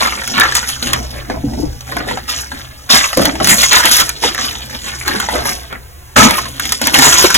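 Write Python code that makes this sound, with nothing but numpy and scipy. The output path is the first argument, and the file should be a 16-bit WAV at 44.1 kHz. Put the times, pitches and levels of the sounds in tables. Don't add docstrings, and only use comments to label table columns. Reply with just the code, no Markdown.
import sys
import numpy as np
from scipy import signal
from scipy.fft import rfft, irfft, next_fast_len
from scipy.io import wavfile

SR = 44100
rng = np.random.default_rng(int(sys.argv[2]) if len(sys.argv) > 2 else 0)


def bounce(signal):
    frames = np.transpose(np.atleast_2d(signal))
    limited = np.clip(frames, -1, 1)
    pcm = np.round(limited * 32767).astype(np.int16)
    wavfile.write(sys.argv[1], SR, pcm)


def invert_db(level):
    return 10 ** (np.asarray(level, dtype=float) / 20)


N = 325017

# (frequency [Hz], width [Hz], rms level [dB])
RUMBLE = [(62.3, 5.4, -37), (77.2, 7.6, -41), (125.3, 3.7, -41)]
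# (time [s], level [dB])
RUMBLE_DRIFT = [(0, -4), (.8, 0.5), (1.65, 7), (1.9, -0.5), (7.37, -1.5)]
# (frequency [Hz], relative level [dB])
HISS_COLOUR = [(300, -2.5), (1500, -7.5), (15000, -7.5)]
# (frequency [Hz], relative level [dB])
SIDE_COLOUR = [(100, -27), (300, 6.5), (2000, 7.5), (5000, -20), (15000, -60)]
# (time [s], nominal level [dB], pitch [Hz])
KNOCKS = [(1.438, -6.5, 282), (1.465, -9, 126), (1.594, -11, 274), (1.63, -8.5, 298), (1.67, -11, 66.6),
          (2.93, -8, 237), (3.174, -1, 299), (3.19, -1.5, 331), (3.506, -9.5, 303), (4.244, -7.5, 488),
          (6.18, 0, 124), (6.983, -3, 263), (7.064, -6, 265)]
# (frequency [Hz], relative level [dB], t60 [s])
BLOCK_MODES = [(253, -5, 0.047), (700, -9, .015), (1257, 3, 0.014), (2340, -0.5, 0.0078)]
# (time [s], nominal level [dB], pitch of the piece [Hz], relative splinter level [dB])
CRACKS = [(0.031, -5.5, 2600, -12), (0.276, -15, 6700, 6.5), (0.379, -2, 1450, -10), (0.398, -0.5, 1490, 2),
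          (0.408, 7.5, 3770, -19), (0.434, -1, 1400, -12), (0.452, -2, 1340, -20), (0.474, -9, 1510, -22),
          (0.522, -6, 1720, -12), (0.551, 0, 6000, -0.5), (0.567, -1, 6160, -19), (0.628, -10.5, 1490, -18),
          (0.826, -5, 4050, -25), (0.871, -4.5, 2900, -22), (0.932, 5, 3320, -5.5), (1.299, -4.5, 775, -34),
          (1.535, -21, 800, -10), (1.807, -14.5, 6140, -17), (1.967, -7.5, 940, -8),
          (2.008, -13, 1810, -23), (2.087, -10, 1840, -23), (2.111, -8.5, 930, -18),
          (2.173, -9.5, 760, -25), (2.292, -14, 6660, -8), (2.386, -16, 2870, -4), (2.517, -10, 1610, -23),
          (2.891, -13, 1500, -6), (3.041, 2, 2600, -27), (3.13, -5.5, 1290, -7.5), (3.172, -1, 480, -1.5),
          (3.217, -7, 1300, -5), (3.253, 2, 6160, -2), (3.354, -12, 826, -17), (3.401, -4.5, 1320, -20),
          (3.444, 0, 6300, -3), (3.472, -3.5, 1530, 6.5), (3.494, -2, 2150, 8), (3.632, 7, 2100, -7),
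          (3.73, 6, 1470, 0), (3.802, -2, 1510, -10), (3.855, 4.5, 1390, 2), (3.913, -1, 6440, -6),
          (3.966, -4, 6070, 6.5), (4.0, -1.5, 1820, 1), (4.092, -3, 6500, -2.5), (4.237, -2, 916, -12),
          (4.286, -9.5, 1350, -14), (4.347, -8, 1830, -5), (4.379, -6.5, 1780, -14), (4.411, -9, 3270, -11),
          (5.079, -4, 1530, -3), (5.157, -10.5, 1490, -12), (5.2, -5.5, 1410, -2), (5.227, -12, 1400, -27),
          (5.287, -3, 848, -30), (5.338, -10.5, 674, -14), (5.352, -7.5, 525, -22), (5.455, -6.5, 920, -14),
          (5.492, -8, 3820, -14), (5.727, -10, 1410, -17), (6.294, -15, 1740, -6), (6.308, -8, 2400, 5),
          (6.382, -5, 1090, -12), (6.455, -14, 1680, -10), (6.597, -7, 6600, 0), (6.654, -10, 3700, -8),
          (6.692, -12, 6260, -4), (6.721, -3, 6060, 5), (6.815, -7, 780, 2), (6.87, 2.5, 5920, 1.5),
          (6.942, 10, 2720, -6), (6.988, 3, 1800, 5), (7.022, 1, 3040, -2), (7.066, 3, 904, -5),
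          (7.125, 3, 3260, -20), (7.242, 9.5, 493, -8), (7.303, -3, 1700, -4), (7.344, 14.5, 6430, -17)]
# (start [s], length [s], coarse grit level [dB], powder level [dB], lump level [dB])
SQUEEZES = [(-0.02, .17, -18, -25, -26.5), (0.265, 0.12, -48, -24, -30), (0.335, 0.28, -20.5, -27.5, -29),
            (0.539, 0.079, -22.5, -19, -43), (0.659, 0.12, -30, -24, -39), (0.81, 0.21, -32, -25.5, -25.5),
            (0.904, 0.16, -30, -37, -25.5), (1.11, 0.18, -35.5, -41, -30.5), (1.27, 0.17, -39, -70, -23.5),
            (1.437, 0.22, -68, -61, -27), (1.55, 0.12, -54, -35, -21), (1.852, 0.24, -36, -39.5, -34.5),
            (1.941, 0.18, -29.5, -44, -26), (2.051, 0.15, -30.5, -31.5, -23),
            (2.272, 0.18, -31.5, -22, -35.5), (2.495, 0.18, -35.5, -37.5, -39.5),
            (2.893, 0.15, -11.5, -8, -24.5), (3.162, 0.19, -25, -25, -16.5),
            (3.389, 0.083, -24, -47, -20.5), (3.419, 0.098, -27, -21, -29), (3.48, 0.091, -13, -9, -16),
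            (3.566, 0.25, -24, -15, -31.5), (3.709, 0.15, -13, -12, -27), (3.839, 0.098, -16, -16, -25),
            (3.902, 0.096, -26, -11.5, -28), (3.974, 0.11, -23, -15.5, -27.5),
            (4.21, 0.14, -25, -20, -25.5), (4.37, 0.24, -28.5, -26, -32.5), (4.721, 0.062, -30, -32, -34),
            (4.827, 0.16, -26.5, -27.5, -37.5), (5.053, 0.27, -26, -27.5, -27.5),
            (5.295, 0.26, -25.5, -33, -25.5), (5.442, 0.14, -29, -23.5, -29),
            (5.697, 0.081, -28, -71, -30.5), (6.157, 0.18, -11.5, -9.5, -13.5),
            (6.588, 0.21, -41, -23.5, -36.5), (6.81, 0.2, -26.5, -20.5, -26),
            (6.929, 0.22, -17, -14, -21.5), (7.014, 0.14, -11.5, -9, -23), (7.116, 0.086, -15.5, -12, -31),
            (7.171, 0.18, -17, -10.5, -22), (7.327, .1, -25.5, -13, -24)]
# (time [s], powder level [dB])
TRICKLE = [(0, -28.5), (.9, -40), (1.3, -46), (2.8, -45.5), (3.5, -35), (4.6, -36), (5.5, -36), (5.8, -69),
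           (6.15, -54), (6.45, -34.5), (7.37, -35.5)]
# (frequency [Hz], relative level [dB])
LUMP_COLOUR = [(130, -74), (220, 6), (350, -8), (550, -6), (800, -3)]
COARSE_COLOUR = [(700, -8.5), (1300, 4), (2300, 7)]
FINE_COLOUR = [(2400, -18), (3300, -5), (4700, -5)]
POWDER_COLOUR = [(5000, 3.5), (6500, 0.5), (9000, -8), (12000, -1.5), (16000, -43)]


def rms_one(x):
    return x / np.sqrt(np.mean(x ** 2) + 1e-20)


def at_hz(points, hz):
    table_hz, level_db = np.transpose(points)
    return np.interp(np.log(hz + 1), np.log(table_hz), level_db)


def in_time(rows):
    s, *columns = np.transpose(rows)
    return [np.interp(np.arange(N) / SR, s, column) for column in columns]


def coloured(x, points):
    size = next_fast_len(x.shape[-1])
    gain = invert_db(at_hz(points, np.fft.rfftfreq(size, 1 / SR)))
    return irfft(rfft(x, size) * gain, size)[..., :x.shape[-1]]


def ring(clicks, hz, t60):
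    r = invert_db(-60 / (t60 * SR))
    w = 2 * np.pi * hz / SR
    return signal.lfilter([0, np.sin(w)], [1, -2 * r * np.cos(w), r * r], clicks + 1e-18)


def air_hiss():
    return invert_db(-41) * rms_one(coloured(rng.standard_normal((2, N)), HISS_COLOUR))


def room_tone():
    out = 0
    for hz, width_hz, level_db in RUMBLE:
        t60 = np.log(1000) / (np.pi * width_hz)
        noise = rng.standard_normal((2, N + SR))
        mid, side = ring(noise, hz, t60)[:, SR:]
        out = out + invert_db(level_db) * rms_one(mid + invert_db(-13.5) * side * [[1], [-1]])
    return out


def thrum(lump_db):
    lag_s = 0.027
    keep = np.exp(-1 / (lag_s * SR))
    return 1 + signal.lfilter([1 - keep], [1, -keep], invert_db(lump_db + 24))


def reflections(x):
    room_t60_s, first_echo_s = 0.064, 0.0015
    hop = 4096
    t = np.arange(hop) / SR
    window = np.sin(np.pi * np.arange(2 * hop) / (2 * hop))
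    padded = np.pad(x, (hop, 2 * hop))
    out = np.zeros((2, N + 5 * hop))
    for at in range(0, N + hop, hop):
        tail = rng.standard_normal((2, hop)) * invert_db(-60 * t / room_t60_s) * (t > first_echo_s)
        tail = coloured(tail / np.sqrt(np.sum(tail ** 2, axis=1, keepdims=True)), SIDE_COLOUR)
        piece = padded[at:at + 2 * hop] * window
        out[:, at:at + 3 * hop - 1] += signal.fftconvolve(piece[None], tail, axes=1)
    return out[:, hop:hop + N]


def two_channels(centre, sides):
    lag_s, lead_rad, lead_hz = 0.00025, 4.527, 2670
    size = next_fast_len(N + 64)
    hz = np.fft.rfftfreq(size, 1 / SR)
    turn = lead_rad * np.tanh(hz / lead_hz) - 2 * np.pi * hz * lag_s
    sides = coloured(sides, SIDE_COLOUR)
    left = invert_db(-0.5) * (centre + sides)
    right = irfft(rfft(centre - sides, size) * np.exp(1j * turn), size)[:N]
    return np.array([left, right])


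def knocks():
    out = np.zeros(N + 4096)
    t = np.arange(4096) / SR
    swell = 1 - np.exp(-t / 0.0026)
    for s, level_db, hz in KNOCKS:
        pitches = hz * np.array([[1], [0.56], [1.7]])
        decay = invert_db(-60 * t / (0.03 + 16 / pitches))
        body = invert_db([[-1], [-7], [-9]]) * np.sin(2 * np.pi * pitches * t) * decay
        at = round(s * SR)
        out[at:at + 4096] += invert_db(level_db) * body.sum(axis=0) * swell
    return out[:N]


def block_break():
    start_s, rise_s, t60_s, level_db, tears_per_s = 6.162, 0.016, 0.42, -5, 1500
    t = np.arange(N) / SR - start_s
    shape = (len(BLOCK_MODES), N)
    tears = (rng.random(shape) < tears_per_s / SR) * rng.standard_normal(shape)
    rings = 0
    for row, (hz, mode_db, mode_t60) in zip(tears, BLOCK_MODES):
        rings = rings + invert_db(mode_db) * rms_one(ring(row, hz, mode_t60))
    decay = invert_db(level_db - 60 * np.maximum(t, 0) / t60_s)
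    return decay * np.clip(t / rise_s, 0, 1) * rings


def cracks():
    out = np.zeros(N + 2048)
    t = np.arange(2048) / SR
    onset = 1 - np.exp(-t / 0.0003)
    chance = rng.random((len(CRACKS), 2))
    spit_band = signal.butter(2, [1300, 14000], "band", fs=SR, output="sos")
    spit = signal.sosfilt(spit_band, rng.standard_normal((len(CRACKS), 2048)))
    for (s, level_db, hz, splinter_db), luck, splinters in zip(CRACKS, chance, spit):
        pitches = hz * np.array([1, 0.545 + 0.422 * luck[0], 2.1 + 0.29 * luck[1]])[:, None]
        decay = invert_db(-60 * t / (0.012 + 10.5 / pitches))
        body = invert_db([[-3], [-9], [-8]]) * np.sin(2 * np.pi * pitches * t) * decay
        burst = invert_db(splinter_db + 2.5) * splinters * invert_db(-60 * t / 0.018)
        at = round(s * SR)
        out[at:at + 2048] += invert_db(level_db) * (body.sum(axis=0) + burst) * onset
    return out[:N]


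def aftermath():
    t60_s = 0.07
    starts = np.zeros(N)
    s, level_db = np.transpose(CRACKS)[:2]
    starts[np.round(s * SR).astype(int)] = invert_db(level_db - 24)
    return signal.lfilter([1], [1, -invert_db(-60 / (t60_s * SR))], starts)


def squeezes():
    attack_s, slowing = 0.0075, 0.36
    hold_share, fade_db = 0.35, 13
    trickle_db, = in_time(TRICKLE)
    over_powder_db = np.array([[-5.5], [0], [-7]])
    power = invert_db(trickle_db + over_powder_db) ** 2
    for s, length, *level_db in SQUEEZES:
        at = max(round(s * SR), 0)
        t = np.arange(at, min(N, at + SR)) / SR - s + 1 / SR
        bite = np.minimum(t / (attack_s * invert_db(-slowing * level_db[0])), 1)
        fade = np.maximum(t / length - hold_share, 0) / (1 - hold_share)
        squeeze = invert_db(np.array(level_db)[:, None] - fade_db * fade) * bite
        power[:, at:at + SR] += squeeze ** 2
    return 10 * np.log10(power)


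def swarms(per_s, spread_db, fade_s):
    sizes = invert_db(spread_db * np.clip(rng.standard_normal(N), -2, 1))
    starts = (rng.random(N) < per_s / SR) * sizes
    return rms_one(0.82 + signal.lfilter([1], [1, -np.exp(-1 / (fade_s * SR))], starts))


def grains(colour, per_s, size_db, cycles, count, patchy_db):
    sizes = invert_db(size_db * np.minimum(rng.exponential(1, (2, N)), 5)) * rng.choice([-1, 1], (2, N))
    clicks = sizes * (rng.random((2, N)) < per_s / SR)
    dealt = rng.integers(0, count, N)
    steps = np.linspace(0, N, 120)
    out = 0
    for k, hz in enumerate(np.geomspace(colour[0][0], colour[-1][0], count)):
        wander = np.interp(np.arange(N), steps, rng.standard_normal(len(steps)))
        share = invert_db(at_hz(colour, hz) + patchy_db * wander)
        out = out + np.sqrt(hz) * ring(share * clicks * (dealt == k), hz, cycles / hz)
    high_pass = signal.butter(2, colour[0][0] * 0.61, "high", fs=SR, output="sos")
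    return rms_one(signal.sosfilt(high_pass, out))


def crumbling(coarse_db, powder_over_db, lump_db):
    fine_over_db = 2.5 + 0.56 * powder_over_db
    after = aftermath()
    big, middle, small = (invert_db(coarse_db) * swarms(per_s=90, spread_db=3.5, fade_s=0.0053) + after
                          for _ in range(3))
    puffs = invert_db(coarse_db) * swarms(per_s=39, spread_db=5.0, fade_s=0.096)
    coarse = grains(COARSE_COLOUR, per_s=1000, size_db=2.5, cycles=14.8, count=14, patchy_db=5.0)
    fine = grains(FINE_COLOUR, per_s=3000, size_db=1.5, cycles=29.0, count=10, patchy_db=3.5)
    powder = grains(POWDER_COLOUR, per_s=9000, size_db=0.5, cycles=20.0, count=14, patchy_db=6.5)
    lumps = grains(LUMP_COLOUR, per_s=900, size_db=1.5, cycles=16.3, count=16, patchy_db=4.0)
    grit = big * coarse + middle * invert_db(fine_over_db) * fine
    dust = invert_db(powder_over_db - 3.5) * (1.414 * small + 0.92 * puffs) * powder
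    return grit + dust + invert_db(lump_db) * lumps


def scene():
    coarse_db, powder_db, lump_db = squeezes()
    centre, sides = crumbling(coarse_db, powder_db - coarse_db, lump_db) + air_hiss()
    source = centre + cracks() + knocks() + block_break()
    direct = two_channels(source, invert_db(-7) * sides)
    echoes = invert_db(-5.5) * reflections(source)
    drift_db, = in_time(RUMBLE_DRIFT)
    rumble = invert_db(drift_db) * thrum(lump_db) * room_tone()
    return direct + echoes + rumble


def top_cut(x):
    return signal.sosfilt(signal.butter(12, 16110, fs=SR, output="sos"), x)


def record(dry):
    overloaded = np.clip(dry, -0.98, 0.98)
    return top_cut(overloaded)


dry = scene()
out = record(dry)
bounce(out)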